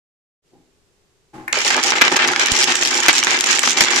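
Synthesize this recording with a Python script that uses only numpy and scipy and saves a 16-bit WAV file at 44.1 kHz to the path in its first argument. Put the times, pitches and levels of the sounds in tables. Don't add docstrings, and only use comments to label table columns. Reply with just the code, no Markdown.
import sys
import numpy as np
from scipy import signal
from scipy.io import wavfile
from scipy.ndimage import uniform_filter1d

SR = 44100
rng = np.random.default_rng(int(sys.argv[2]) if len(sys.argv) > 2 else 0)


def generate_wav(sig):
    pcm = np.round(np.clip(np.atleast_2d(sig).T, -1, 1) * 32767).astype(np.int16)
    wavfile.write(sys.argv[1], SR, pcm)


N = 176400


def amp(db):
    return 10 ** (np.asarray(db) / 20)


def unit_level(x):
    return x / np.sqrt(np.mean(x ** 2) + 1e-20)


def value_at(points, hz):
    f, value = np.transpose(points)
    return np.interp(np.log(hz + 1), np.log(f + 1), value)


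def add(mix, s, sound):
    part = mix[:, max(round(s * SR), 0):][:, :sound.shape[1]]
    part += sound[:, :part.shape[1]]


def convolve(x, response):
    return signal.oaconvolve(np.atleast_2d(x), np.atleast_2d(response), axes=1)[:, :N]


def colour(x, points, size=4096):
    log_gain = np.log(amp(value_at(points, abs(np.fft.fftfreq(size, 1 / SR)))))
    spectrum = np.exp(np.conj(signal.hilbert(log_gain)))
    return convolve(x, np.fft.ifft(spectrum).real[:size // 2])


def stereo_noise(length, apart):
    mid, side = rng.standard_normal((2, length))
    return np.array([mid + apart * side, mid - apart * side])


# f/Hz, level/dB
AIR_TONE = [(30, 1), (150, -1.5), (260, -7), (404, 1), (600, -10), (1400, -15), (7060, -17.5),
            (15000, -34)]


def air(start_s=0.42, fade_s=0.049, level_db=-61.5):
    fade_in = np.clip((np.arange(N) / SR - start_s) / fade_s, 0, 1)
    return amp(level_db) * unit_level(colour(stereo_noise(N, 0.85), AIR_TONE)) * fade_in


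# (time to drop 60 dB, t60 in the code)
TABLE_NOTES = [(133.2, -12, 0.25), (179.3, -14, 0.19), (253.2, -7, 0.19), (321, -5.5, 0.1),
               (352.8, -4, 0.13), (411, -12.5, 0.13), (514.7, -4, 0.081), (567, -8.5, 0.082),
               (666, 1.5, 0.033), (802.6, 7, 0.054), (863, 3.5, 0.042), (1075, 1.5, 0.025)]


def tabletop(blows, thud, size=12000):
    t = np.arange(size) / SR
    ring = thud * stereo_noise(size, 1.0) * np.exp(-t / 0.035)
    for hz, db, t60 in TABLE_NOTES:
        phase = rng.uniform(0, 2 * np.pi) + hz / 1300 * rng.standard_normal((2, 1))
        ring += amp(db - 60 * t / t60) * np.sin(2 * np.pi * hz * t + phase)
    return convolve(blows, ring / np.linalg.norm(ring[0]))


# t/s, level/dB, rise/s, fade/s, squeak/dB, dull above/Hz
HAND_TOUCHES = [(.512, -47, 0.03, 0.45, -26, 496), (1.33, -35, 0.017, 1, -5, 2200)]
# f/Hz, level/dB
HAND_TONE = [(30, 5), (190, 5.5), (370, 7.5), (560, -1.5), (1700, 1), (14000, -25)]


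def hand(slips_per_s=900, squeak_hz=853, squeak_width_hz=45):
    out, t = np.zeros((2, N)), np.arange(N) / SR
    squeak_filter = signal.iirpeak(squeak_hz, squeak_hz / squeak_width_hz, SR)
    for s, db, rise, t60, squeak_db, dull_hz in HAND_TOUCHES:
        slips = (rng.random(N) < slips_per_s / SR) * rng.standard_normal(N)
        wood = colour(tabletop(slips, thud=1.53), HAND_TONE)
        body = unit_level(signal.lfilter(*signal.butter(2, dull_hz, fs=SR), wood))
        squeak = unit_level(signal.lfilter(*squeak_filter, slips))
        grit = unit_level(colour(stereo_noise(N, 0.91), AIR_TONE))
        loudness = np.minimum(t / rise, 1) * amp(db - 60 * np.maximum(t - rise, 0) / t60)
        add(out, s, loudness * (body + amp(squeak_db) * (squeak + amp(-7.5) * grit)))
    return out


def strike(ring_hz, notes, crack, crack_s, size=2048):
    t = np.arange(size) / SR
    sound = crack * stereo_noise(size, 0.6) * np.exp(-t / crack_s)
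    for ratio, db, t60 in notes:
        hz = ring_hz * ratio * (1 + (ratio != 1) * 0.057 * rng.standard_normal())
        phase = rng.uniform(0, 2 * np.pi) + 1.15 * rng.standard_normal((2, 1))
        sound += amp(db - 60 * t / t60) * np.sin(2 * np.pi * hz * t + phase)
    sound *= 1 - np.exp(-t / 0.00014)
    return sound / abs(sound).max()


def play_hits(rows, hit, spread_db):
    out = np.zeros((2, N))
    for s, db, hz in rows:
        balance_db = np.array([[1], [-1]]) * spread_db * rng.uniform(-1.2, 1)
        add(out, s, hit(hz) * amp(db + balance_db))
    return out


# multiple of its pitch, level/dB, fade/s
EDGE_NOTES = [(.55, -10, 0.0031), (0.858, -7.5, 0.01), (1, -3, 0.0079)]


def tick(ring_hz):
    return strike(ring_hz, EDGE_NOTES, crack=0.42, crack_s=0.0028)


# f/Hz, fade/s
ROOM_FADES = [(100, 0.69), (400, 0.32), (1000, 0.24), (2500, 0.38), (6000, 0.3), (14000, 0.13)]


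def room(x, size=22050):
    out = np.zeros((2, N))
    for k in range(3):
        hz, t, bands = signal.stft(rng.standard_normal((2, size)), SR, nperseg=256)
        fade = amp(-60 * t / value_at(ROOM_FADES, hz)[:, None])
        echo = signal.istft(bands * fade * (1 - np.exp(-t / .004)), SR, nperseg=256)[1]
        turn = np.cos(np.pi * (np.arange(N) / SR * 7 + k / 3)) / np.sqrt(1.5)
        out += convolve(x * turn, echo / np.linalg.norm(echo[0]))
    return out


# t/s, level/dB, f/Hz
TIPPING_HITS = [(1.479, -12, 1790), (1.4815, -10, 2190)]
TABLE_DROPS = [(1.568, -18, 511), (1.652, -21, 530), (1.768, -18.5, 620)]
# multiple of its pitch, level/dB, fade/s
HOLLOW_NOTES = [(.8, -2, .1), (1, 0, .11), (1.22, 0, .09)]
# f/Hz, level/dB
TIPPING_TONE = [(100, -25), (1500, 6), (2400, 6), (3400, -12)]
FLAT_TONE = [(60, -35), (300, -1), (800, 3), (1300, 6.5), (1650, 3.5), (3300, 4), (5000, 2.5), (7500, -5.5),
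             (15000, -63)]


def first_blocks():
    def drop(hz):
        return strike(hz, HOLLOW_NOTES, crack=0, crack_s=1, size=8192)

    tip = colour(play_hits(TIPPING_HITS, tick, spread_db=4.5), TIPPING_TONE)
    drops = play_hits(TABLE_DROPS, drop, spread_db=3)
    return tip + amp(-6) * room(tip) + colour(drops, FLAT_TONE)


# multiple of its pitch, level/dB, fade/s
FLAT_NOTES = [(0.499, -8.5, .014), (0.781, -4, 0.012), (1, -3, 0.036), (1.332, -3, 0.019),
              (1.94, -2, 0.0057)]


def knock(ring_hz):
    return strike(ring_hz, FLAT_NOTES, crack=0.79, crack_s=0.0035)


FALL_START_S = 1.528


def shower(hit, pitches, spread_db, count):
    blocks = [hit(hz * (1 + .014 * rng.standard_normal())) for hz in np.resize(pitches, 60)]
    out = np.zeros((2, N))
    for k, (when, which, force, place) in enumerate(rng.random((count, 4))):
        s = FALL_START_S + (N / SR - FALL_START_S) * (k + when) / count
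        balance_db = np.array([[10], [-10]]) * (place - .5)
        add(out, s, blocks[int(which * len(blocks))] * amp(spread_db * force + balance_db))
    return out


# t/s, length/s, tabletop/dB, knocks/dB, ticks/dB
WALL_TUMBLES = [(1.54, 0.088, -30, -21.5, -23), (1.647, 0.044, -25, -21, -17.5),
                (1.703, 0.041, -23.5, -15.5, -23), (1.748, 0.049, -21, -18.5, -35),
                (1.843, 0.066, -25, -23, -18), (1.919, 0.019, -19.5, -16, -31.0),
                (1.953, 0.037, -21.5, -18, -25.5), (2.015, 0.0072, -13.5, -4.5, -28),
                (2.036, 0.045, -22, -14, -26.5), (2.116, 0.03, -17, -17.5, -23.5),
                (2.158, 0.013, -22.5, -13, -21), (2.189, 0.06, -26.5, -14, -33),
                (2.237, 0.092, -22.5, -21, -29), (2.362, 0.036, -28.5, -24, -35),
                (2.395, 0.043, -26, -15.5, -20.5), (2.439, 0.067, -35, -18.5, -36),
                (2.507, 0.1, -26, -22, -18.5), (2.589, 0.047, -30, -20, -13),
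                (2.672, 0.055, -25.5, -16.5, -19), (2.738, 0.074, -31, -22.5, -21.5),
                (2.812, 0.015, -25.5, -19.5, -15.5), (2.823, 0.071, -30, -25, -22.5),
                (2.907, 0.1, -27, -19.5, -20.5), (3.025, 0.049, -31, -18, -23),
                (3.084, 0.011, -19, -4.5, -30), (3.1, 0.013, -26, -11.5, -17.5),
                (3.12, 0.023, -30.5, -19.5, -22), (3.151, 0.043, -30, -20, -17),
                (3.269, 0.093, -28, -18.5, -23), (3.32, 0.051, -37, -24, -23),
                (3.457, 0.039, -39, -17.5, -21), (3.491, 0.049, -28.5, -15, -17),
                (3.549, 0.019, -29, -21.5, -16), (3.638, 0.087, -31, -22, -16.5),
                (3.769, 0.068, -25, -17.5, -17), (3.815, 0.032, -22.5, -16, -14),
                (3.858, 0.04, -31, -17, -24), (3.905, 0.089, -28, -16.5, -18.5)]
# tabletop/dB, knocks/dB, ticks/dB
LULL_LEVELS = [-32.5, -25.5, -32.5]


def tumble_levels(build_s=0.021, rise_s=0.0041, fade_s=0.075):
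    t = np.arange(N) / SR
    gain = amp(LULL_LEVELS)[:, None] * np.clip((t - FALL_START_S) / build_s, 0, 1)
    for s, length, *db in WALL_TUMBLES:
        span = slice(round(s * SR) - SR // 100, round(s * SR) + SR // 2)
        age = t[span] - s
        shape = np.clip(age / rise_s + .5, 0, 1) * amp(-60 * np.maximum(age - length, 0) / fade_s)
        gain[:, span] = np.maximum(gain[:, span], amp(db)[:, None] * shape)
    return gain


# f/Hz, level/dB
TABLE_TONE = [(25, -51), (70, -19), (200, -0.5), (300, 1), (800, -1.5), (1300, 7), (2500, -27), (8000, -51)]
EDGE_TONE = [(100, -16.5), (1000, -5), (3000, 8), (4500, 2.5), (7200, 3.5), (8600, -3), (13500, -22.5)]
# t/s, level/dB
BASS_RISE = [(1.55, -6), (2.6, 2.5)]
KNOCK_PITCHES, TICK_PITCHES = [1621, 1798, 2062, 2319], [4860, 5650, 5910, 6630, 7230]


def clatter(blows_per_s=700, bass_hz=404):
    blows = (rng.random(N) < blows_per_s / SR) * rng.standard_normal(N)
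    drum = colour(tabletop(blows, thud=1.35), TABLE_TONE)
    bass = signal.sosfiltfilt(signal.butter(2, bass_hz, fs=SR, output="sos"), drum)
    bass_gain = amp(np.interp(np.arange(N) / SR, *np.transpose(BASS_RISE)))
    knocks = shower(knock, KNOCK_PITCHES, spread_db=18.5, count=560)
    ticks = shower(tick, TICK_PITCHES, spread_db=21, count=760)
    layers = (drum + bass * (bass_gain - 1),
              colour(knocks + amp(-2) * room(knocks), FLAT_TONE),
              colour(ticks + amp(-6) * room(ticks), EDGE_TONE))
    start = round(FALL_START_S * SR)
    return sum(gain * x / x[:, start:].std() for x, gain in zip(layers, tumble_levels()))


def clack(ring_hz):
    return strike(ring_hz, FLAT_NOTES, crack=1.48, crack_s=0.0018)


# t/s, level/dB, f/Hz
NEAR_KNOCKS = [(1.5307, -1.5, 2130), (1.7034, -3, 2380), (1.7453, 0.5, 1590), (1.8296, -8, 3240),
               (1.9205, -1, 1570), (2.0121, 2.5, 2336), (2.08, 2.5, 2060), (2.1912, -4.5, 1840),
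               (2.2464, -1, 1620), (2.2874, -1, 2200), (2.3342, -4.5, 1410), (2.3616, -1, 1690),
               (2.4845, -2.5, 1830), (2.5, -7, 3200), (2.8255, -0.5, 2410), (3.2282, 1, 2330),
               (3.2697, 2, 1850), (3.3746, -4, 2050), (3.4395, -3.5, 2030), (3.586, -2, 2243),
               (3.6356, -0.5, 1550), (3.6751, 2.5, 1670), (3.8838, -2.5, 2220)]
NEAR_TICKS = [(1.5278, -3.5, 6720), (1.5879, -5.5, 5300), (1.6155, -12, 5500), (1.6494, -9, 5410),
              (1.6954, -12, 6400), (1.7044, -6, 4800), (1.7442, -16, 5030), (1.7657, -6, 5730),
              (1.8303, -8, 5500), (1.8369, -2, 5780), (1.9646, -12, 5400), (2.0502, -6.5, 6100),
              (2.1176, -12.5, 5370), (2.2755, -6, 5720), (2.2825, -6.5, 6400), (2.3174, -12, 6330),
              (2.361, -8, 5230), (2.3964, -4, 6000), (2.4596, -3.5, 6160), (2.4699, -7.5, 6580),
              (2.5181, -1, 6970), (2.5663, -6, 6400), (2.6346, 1, 5340), (2.6415, 1.5, 6370),
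              (2.7548, -0.5, 7470), (2.8338, -4, 6200), (2.8507, -4, 5330), (2.858, -5, 5830),
              (2.8737, -4, 6160), (2.9119, -6, 5400), (2.9622, -10, 6000), (3.003, -5, 6700),
              (3.0338, -6.5, 5930), (3.0619, -6.5, 5860), (3.1297, -5, 7460), (3.1816, -2, 5660),
              (3.2369, 0, 6100), (3.2463, -3, 6860), (3.3078, -7, 6900), (3.389, -7.5, 5590),
              (3.4003, -12, 7210), (3.4082, 1, 7200), (3.4417, -5.5, 5820), (3.4711, -7, 6800),
              (3.5923, 0, 7700), (3.6183, -14, 5640), (3.6322, -5, 6100), (3.7067, -3.0, 7700),
              (3.7839, -12, 5700), (3.8382, -4, 5800), (3.905, -12, 7140)]
# f/Hz, level/dB
NEAR_BRIGHTNESS = [(8000, 0.5), (12000, 6)]


def near_blocks():
    knocks = play_hits(NEAR_KNOCKS, clack, spread_db=2)
    ticks = play_hits(NEAR_TICKS, tick, spread_db=3.5)
    blows = np.zeros((1, N))
    for s, db, _ in NEAR_KNOCKS:
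        add(blows, s, np.full((1, 1), amp(db)))
    knocks = colour(knocks + amp(-13.5) * room(knocks), FLAT_TONE)
    ticks = colour(colour(ticks, NEAR_BRIGHTNESS) + amp(-8) * room(ticks), EDGE_TONE)
    drum = amp(-1.0) * colour(tabletop(blows, thud=0.47), TABLE_TONE)
    return knocks + ticks + drum


# t/s, level/dB, length/s, ticks against knocks/dB, thud/dB
CLUMPS = [(2.016, -6, .008, -19, -11), (2.164, -20.5, 0.011, 11.5, -29), (3.083, -1.5, 0.02, -7, -5.5),
          (3.807, -3.5, 0.021, 0.5, -5)]


def crashes(count=7, thud_hz=260):
    out, t = np.zeros((2, N)), np.arange(SR // 4) / SR
    for s, db, length, tick_db, thud_db in CLUMPS:
        for k, (when, low, high) in enumerate(rng.random((count, 3))):
            late = (k + when * (k > 0)) / count
            hit = knock(1550 + 900 * low) + amp(tick_db) * tick(5000 + 2200 * high)
            add(out, s + length * late ** 2, amp(db - 17.2 * late) * hit)
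        burst = stereo_noise(len(t), 0.51) * np.exp(-t / 0.0064)
        add(out, s, amp(thud_db) * signal.lfilter(*signal.butter(2, thud_hz, fs=SR), burst))
    return colour(out, [(30, 0.5), (2000, 13.5), (7000, 13.0), (10000, -2)])


def jolt(start_s=2.5195, width_s=.0018):
    out, age = np.zeros((2, N)), np.arange(SR // 10) / SR / width_s
    swing = age * (2 - age) * np.exp(-age)
    add(out, start_s, amp([[-18.5], [-4.5]]) * swing)
    return out


def scene():
    return air() + hand() + first_blocks() + clatter() + near_blocks() + crashes() + jolt()


# f/Hz, level/dB
STEREO_WIDTH = [(100, -1), (500, -6.5), (1300, 1)]
# f/Hz, level/dB
LEFT_TONE = [(50, -0.5), (280, 1.63), (2200, -1), (4200, -.5), (5700, 1.5), (7300, -3.5), (14000, 1)]


def record(dry, limit_db=-16, cut_share=0.18, recover_db_per_s=234, top_hz=14900):
    mid, side = dry.mean(0), colour((dry[0] - dry[1]) / 2, STEREO_WIDTH)
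    right_tone = [(hz, -db) for hz, db in LEFT_TONE]
    x = np.vstack([colour(mid + side, LEFT_TONE), colour(mid - side, right_tone)])
    power_db = 10 * np.log10(abs(uniform_filter1d((x ** 2).mean(0), size=128)) + 1e-12)
    fall = np.arange(N) * recover_db_per_s / SR
    held_db = np.maximum.accumulate(power_db + fall) - fall
    over_db = np.maximum(held_db - limit_db, 0)
    cut_db = cut_share * signal.lfilter([.02], [1, -.98], over_db)
    x = np.clip(x / amp(cut_db), -1, 1)
    treble_cut = signal.firwin(255, top_hz, window=("kaiser", 7), fs=SR)
    return signal.oaconvolve(x, treble_cut[None], "same")


dry = scene()
out = record(dry)
generate_wav(out)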